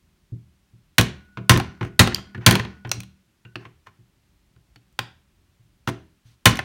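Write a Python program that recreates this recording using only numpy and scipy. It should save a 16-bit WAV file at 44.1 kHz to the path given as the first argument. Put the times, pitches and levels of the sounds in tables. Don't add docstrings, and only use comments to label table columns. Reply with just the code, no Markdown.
import sys
import numpy as np
from scipy import signal
from scipy.io import wavfile
from scipy.ndimage import uniform_filter1d

SR = 44100
rng = np.random.default_rng(int(sys.argv[2]) if len(sys.argv) > 2 else 0)


def output_pcm(signal):
    pcm = np.clip(np.atleast_2d(signal).T, -1, 1) * 32767
    wavfile.write(sys.argv[1], SR, np.round(pcm).astype(np.int16))


N = 292824

# (time [s], crack [dB], body under 2.4 kHz [dB], clink [Hz], table [dB], hum [dB],
# shaking [dB], free ring before the grip tightens [s])
HAMMER_BLOWS = [(0.9822, -2.5, -10.5, 1462, -9, -26, -25, 0.6),
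                (1.4946, -1, -10.5, 1470, -7.5, -22, -16.5, .6), (1.9928, 1, -11, 1930, -6, -15, -15, 0.64),
                (2.463, 2, -13, 2326, -7, -14.5, -12, 0.41), (6.4558, 0.5, -7, 2060, -7.5, -21, -19, 0.023)]
# (time [s], crack [dB], body under 2.4 kHz [dB],
# edge over 5 kHz relative to the crack [dB], clink [Hz], table [dB])
PART_TAPS = [(1.0111, -9.5, -21, -12, 1060, -24.5), (1.3719, -46.5, -31, -20, 1037, -28),
             (1.3869, -63.5, -45, -20, 910, -30), (1.518, -8, -16.5, -17, 970, -15),
             (1.5399, -13, -34, -28, 1630, -16), (1.561, -17.5, -22.5, -29, 1780, -15),
             (1.5744, -18.5, -24, -9.5, 900, -20), (1.599, -20, -20.5, -19.5, 795, -50),
             (1.8096, -48.5, -27, -14.5, 910, -19.5), (1.8282, -47, -32, -12, 802, -27.5),
             (1.849, -46, -39, -9.5, 1500, -30.5), (2.0733, -18.5, -18, -15.5, 1256, -19),
             (2.1212, -42, -32.5, -18, 1730, -33), (2.146, -3.5, -39.5, -15, 4994, -45),
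             (2.1592, -21, -35, -30, 2820, -41.5), (2.1808, -43, -34, -20, 1034, -37),
             (2.3467, -54, -34.5, -14, 1750, -30.5), (2.3767, -51, -44.5, -20, 1503, -29),
             (2.5096, -7, -14, -9.5, 3180, -11.5), (2.524, -23, -34, -4, 724, -15.5),
             (2.5532, -13, -14.5, -12, 940, -22.5), (2.596, -25.5, -22.5, -18, 1830, -25.5),
             (2.6494, -34, -34, -23, 1010, -31), (2.8484, -53.5, -33.5, -33, 812, -29),
             (2.8721, -52, -44.5, -10, 843, -34), (2.8928, -39, -46.5, -10, 5490, -36.5),
             (2.9151, -11.5, -21, -11.5, 6130, -41.5), (2.9426, -41, -46.5, -10.5, 697, -36),
             (3.0035, -27.5, -41, -8.5, 2570, -47), (3.0332, -38, -48, -10, 2780, -54),
             (3.4501, -56.5, -50.5, -18.5, 2746, -45), (3.556, -26.5, -29.5, -26.5, 2657, -34),
             (3.6522, -52, -40, -18, 1042, -42.5), (3.8686, -44.5, -42, -20, 1040, -48),
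             (4.562, -58.5, -62.5, -17.5, 1300, -54), (4.759, -43, -49, -18, 1346, -51),
             (4.926, -69, -79.5, -1, 14040, -66.5), (4.9898, -11, -19, -18, 2420, -35),
             (5.8747, -24.5, -21.5, -22, 1340, -19), (5.8883, -35, -27.5, -20, 1027, -25.5),
             (6.5109, -15, -38, -27, 820, -20), (6.556, -20, -52, -14, 900, -44),
             (6.5709, -28, -35, -10, 5540, -42), (6.59, -22.5, -18.5, -17, 1800, -37.5)]
# (time [s], level [dB])
HAND_BUMPS = [(0.319, -19), (0.733, -38), (2.966, -18.5), (3.987, -41), (4.221, -58), (4.563, -47.5),
              (4.859, -55.5), (5.595, -48), (5.648, -49.5), (5.789, -54.5), (6.251, -43), (6.287, -52.5)]
# (start [s], length [s], level [dB], body relative to it [dB])
BIT_SCRAPES = [(1.816, 0.079, -49.5, 7.5), (2.4, .08, -62.5, 18), (3.858, 0.04, -61.5, 10),
               (3.583, 0.11, -62.5, 9), (5.871, 0.035, -26, -7), (6.24, .13, -55.5, -14)]
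# (frequency [Hz], level under a blow [dB], level under a tap or bump [dB], t60 [s],
# side that moves first [+1 or -1])
TABLE_MODES = [(53.7, -13, -20.5, 0.15, 1), (93, -3, -9.5, 0.12, -1), (118.2, -1.5, -1.5, .28, 1),
               (155.7, -7, -8.5, 0.026, 1), (176.3, -5.5, -15, 0.17, -1), (191.8, -13, -15, .5, 1),
               (237.8, -5.5, -13.5, 0.23, -1), (283.4, -13.5, -13.5, 0.19, -1),
               (311.3, -11.5, -14, 0.13, 1), (355.3, -11, -11.5, 0.24, -1), (415.4, -19.5, -18.5, 0.24, 1),
               (487, -13.5, -18.5, 0.18, -1), (521, -20.5, -19.5, 0.11, 1), (665, -21, -22, 0.27, -1)]
# (frequency [Hz], width [Hz], level over the plain crack [dB])
CHASSIS_MODES = [(800, 30, 1), (1054, 30, 12), (1490, 220, 3.5), (1824, 83, -0.5), (2130, 1200, -4),
                 (3234, 1100, 3.5), (3900, 460, -13), (4260, 67, 5.5), (6000, 1200, 6.5), (8570, 1500, 2.5)]
# (frequency [Hz], t60 [s])
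ROOM_DECAY = [(200, 0.45), (1000, .32), (2500, 0.36), (6000, .3), (9000, .23), (12000, 0.17), (16000, 0.13)]
# (frequency [Hz], relative density [dB per Hz])
HUSH_SPECTRUM = [(12, -65), (20, -25), (37, -2), (60, -3.5), (81, -15), (168, -12), (264, -23), (359, -20),
                 (502, -38), (546, -26), (611, -32), (855, -31), (3020, -33), (14900, -44), (16200, -43.5)]
# (time [s], frequency [Hz], level [dB], t60 [s])
PART_PINGS = [(2.145, 3200, -42, 0.3), (2.349, 1750, -36.5, .06), (2.916, 5860, -35, 0.17),
              (3.449, 1500, -52.5, 0.23), (3.451, 2750, -53, 0.11), (3.872, 2400, -48, 0.058),
              (4.761, 3037, -54, 0.049), (4.760, 4470, -54.5, 0.043)]

HUSH_DB = -61.5
BAND_LIMIT_HZ = 16300
RING_HZ, RING_DB = 1465, -60.5
RING_FALL_DB_PER_S, GRIP_FALL_DB_PER_S = 6, 60
HUM_HZ, HUM_T60_S = 200, 2.0
BLOW_EDGE_DB, BLOW_CLINK_DB = -11.5, -6
BLOW_T60_S = 0.07
HARD_T60_S, SOFT_T60_S, SOFTNESS_DB = 0.0043, 0.064, 9.5
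CLINK_BODY_DB, CLINK_CRACK_DB = 4.5, -3
BLOW_PUSH_S, TAP_PUSH_S, BUMP_PUSH_S = 0.0025, 0.0012, 0.008
SCRAPE_EDGE_DB, SCRAPE_FADE_DB = -10, -9


def gain_of(db):
    return 10 ** (np.asarray(db) / 20)


def evened(x):
    return x / np.sqrt(np.mean(x ** 2) + 1e-20)


def read(points, hz):
    f, value = np.transpose(points)
    return np.interp(np.log(hz + 1), np.log(f + 1), value)


def add(mix, s, sound):
    part = mix[..., round(s * SR):][..., :sound.shape[-1]]
    part += sound[..., :part.shape[-1]]


def band(x, lo_hz, hi_hz):
    return signal.sosfilt(signal.butter(3, [lo_hz, hi_hz], "bandpass", fs=SR, output="sos"), x)


def resonate(x, hz, width):
    r = np.exp(-np.pi * width / SR)
    return 2 * signal.lfilter([1 - r], [1, -r * np.exp(2j * np.pi * hz / SR)], x).real


def burst(rise, t60, size=8000):
    t = np.arange(size) / SR
    attack = 1 - np.exp(-t / max(rise, 1e-4))
    return attack * gain_of(-60 * t / max(t60, .004))


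def ringing(modes, seconds):
    t = np.arange(int(seconds * SR)) / SR
    return sum(gain_of(db - 60 * t / t60) * np.sin(2 * np.pi * hz * t) for hz, db, t60 in modes)


def hush():
    frames, hz = N // 256 + 5, np.fft.rfftfreq(1024, 1 / SR)
    real, imag = rng.standard_normal((frames, 513, 2)).T
    lumps = evened(uniform_filter1d(rng.standard_normal(frames), 10))
    lumps_db = 2.5 * lumps / (1 + (hz[:, None] / 300) ** 2)
    spectrum = (real + 1j * imag) * gain_of(read(HUSH_SPECTRUM, hz)[:, None] + lumps_db)
    noise = signal.istft(spectrum, nperseg=1024, noverlap=768)[1][:N]
    return gain_of(HUSH_DB) * evened(noise)


def room(x):
    out, at = np.zeros(N), np.arange(250, SR - 20, 20)
    for k in range(3):
        taps = np.zeros(SR)
        taps[at + rng.integers(0, 20, len(at))] = rng.choice([-1., 1.], len(at))
        hz, t, z = signal.stft(taps, SR, nperseg=256)
        decay = gain_of(-60 * t / read(ROOM_DECAY, hz)[:, None])
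        tail = signal.istft(z * decay, SR, nperseg=256)[1]
        turn = np.sqrt(2 / 3) * np.cos(2 * np.pi * (40 * np.arange(N) / SR + k / 3))
        out += signal.fftconvolve(x * turn, tail / np.linalg.norm(tail))[:N]
    return out


def table_modes():
    return np.array([np.sign(side) * ringing([(hz, 0, t60)], .6) for hz, _, _, t60, side in TABLE_MODES])


def boom(modes, db, seconds, column, spread_db):
    force = 0.022 * rng.standard_normal(8000) * burst(.004, .15)
    u = np.arange(4000) / (seconds * SR / 6)
    add(force, .001, u * np.exp(-u) * 120 / (seconds * SR))
    spot_db = spread_db * rng.standard_normal(len(TABLE_MODES))
    mode_gains = gain_of(np.array(TABLE_MODES)[:, column] + spot_db)
    return gain_of(db) * signal.fftconvolve(force, mode_gains @ modes)


def bumps(table, modes):
    for s, db in HAND_BUMPS:
        add(table, s, boom(modes, db, BUMP_PUSH_S, column=2, spread_db=4))


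def scrapes(contact):
    for s, length, db, body_db in BIT_SCRAPES:
        u = np.linspace(0, 1, int(length * SR))
        envelope = signal.windows.tukey(len(u), .5) * gain_of(SCRAPE_FADE_DB * u)
        rub = envelope * rng.standard_normal(len(u))
        add(contact[:3], s, rub * gain_of([[db + body_db], [db], [db + SCRAPE_EDGE_DB]]))


def pings():
    out = np.zeros(N)
    for s, hz, db, t60 in PART_PINGS:
        cluster = resonate(resonate(rng.standard_normal(12000), hz, .07 * hz), hz, .07 * hz)
        add(out, s, gain_of(db) * evened(cluster) * burst(0.00092, t60, size=12000))
    return out


def crack(crack_db, body_db, edge_db, clink_hz, clink_db, t60):
    grit = rng.standard_normal((4, 8000)) * gain_of(2.0 * rng.standard_normal(200).repeat(40))
    touch = 1 + np.array([[1.5], [2.2], [3.0], [1.5]]) * burst(0.00013, 0.011)
    shapes = touch * [burst(0.001, 1.5 * t60), burst(0.00073, t60),
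                      burst(0.00038, 1.3 * t60), burst(0.00036, 1.0 * t60)]
    noise = grit * shapes
    noise *= np.linalg.norm(shapes, axis=1, keepdims=True) / np.linalg.norm(noise, axis=1, keepdims=True)
    noise[3] = 5 * resonate(resonate(noise[3], clink_hz, .14 * clink_hz), clink_hz, .25 * clink_hz)
    return gain_of([[body_db], [crack_db], [edge_db], [clink_db]]) * noise


def taps(contact, table, modes):
    for s, db, body_db, edge_db, clink_hz, table_db in PART_TAPS:
        softness = 1 / (1.5 + np.exp((db - body_db) / SOFTNESS_DB))
        t60 = HARD_T60_S + (SOFT_T60_S - HARD_T60_S) * softness
        clink_db = max(body_db + CLINK_BODY_DB, db + CLINK_CRACK_DB)
        add(contact, s, crack(db, body_db, db + edge_db, clink_hz, clink_db, t60))
        add(table, s, boom(modes, table_db, TAP_PUSH_S, column=2, spread_db=3))


def colour(contact):
    edge = band(contact[2], 5700, 11000) + gain_of(-3.5) * band(contact[2], 11000, 22000)
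    body = gain_of(8.5) * band(contact[0], 310, 2400)
    middle = gain_of(-1) * band(contact[1], 2200, 4800)
    plain = body + middle + gain_of(1) * edge
    return plain + sum(gain_of(db) * resonate(plain, hz, width) for hz, width, db in CHASSIS_MODES)


def steel():
    out = np.zeros(N)
    stops = [row[0] for row in HAMMER_BLOWS[1:]] + [N / SR]
    for (s, *_, free), stop in zip(HAMMER_BLOWS, stops):
        t = np.arange(0, min(stop - s, 1), 1 / SR)
        db = RING_DB - RING_FALL_DB_PER_S * t - GRIP_FALL_DB_PER_S * np.maximum(t - free, 0)
        add(out, s, gain_of(db) * np.sqrt(2) * np.sin(2 * np.pi * RING_HZ * t))
    return out


def shaking(db):
    ticks = (rng.random(16000) < 1500 / SR) * gain_of(2.1 * rng.exponential(1, 16000))
    chatter = np.convolve(ticks, burst(0.00038, 0.0063, size=200))[:16000] * rng.standard_normal(16000)
    fall = burst(0.0033, 0.18, size=16000) + gain_of(-14.0) * burst(0.0085, .5, size=16000)
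    falls = np.array([fall, fall, fall * burst(.0001, 0.24, size=16000), 0 * fall])
    return gain_of(db) * evened(chatter) * falls * gain_of([[0.5], [-0.5], [-8], [0]])


def blows(contact, table, modes):
    for s, db, body_db, clink_hz, table_db, hum_db, shake_db, _ in HAMMER_BLOWS:
        add(contact, s, crack(db, body_db, db + BLOW_EDGE_DB, clink_hz, db + BLOW_CLINK_DB, BLOW_T60_S))
        add(contact, s, shaking(shake_db))
        add(table, s, boom(modes, table_db, BLOW_PUSH_S, column=1, spread_db=1.5))
        hum = ringing([(HUM_HZ, hum_db, HUM_T60_S)], 1)
        add(table, s, hum * np.hanning(2 * SR)[SR:])


def scene():
    contact, table = np.zeros((4, N)), np.zeros(N)
    modes = table_modes()
    bumps(table, modes)
    scrapes(contact)
    taps(contact, table, modes)
    blows(contact, table, modes)
    chassis = gain_of(-6.5) * colour(contact)
    clinks = gain_of(-2.5) * contact[3]
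    table = gain_of(-24.5) * table
    echoes = room(gain_of(-14.5) * chassis + gain_of(-20) * clinks + gain_of(-16.0) * table)
    return (chassis + clinks + table + steel() + pings() + echoes + hush())[None]


def record(dry):
    thin = signal.sosfilt(signal.butter(3, 45, "highpass", fs=SR, output="sos"), dry)
    clipped = np.clip(thin, -.95, .95)
    lowpass = signal.firwin(511, BAND_LIMIT_HZ, window=("kaiser", 9), fs=SR)
    return signal.oaconvolve(clipped, lowpass[None], "same")


dry = scene()
out = record(dry)
output_pcm(out)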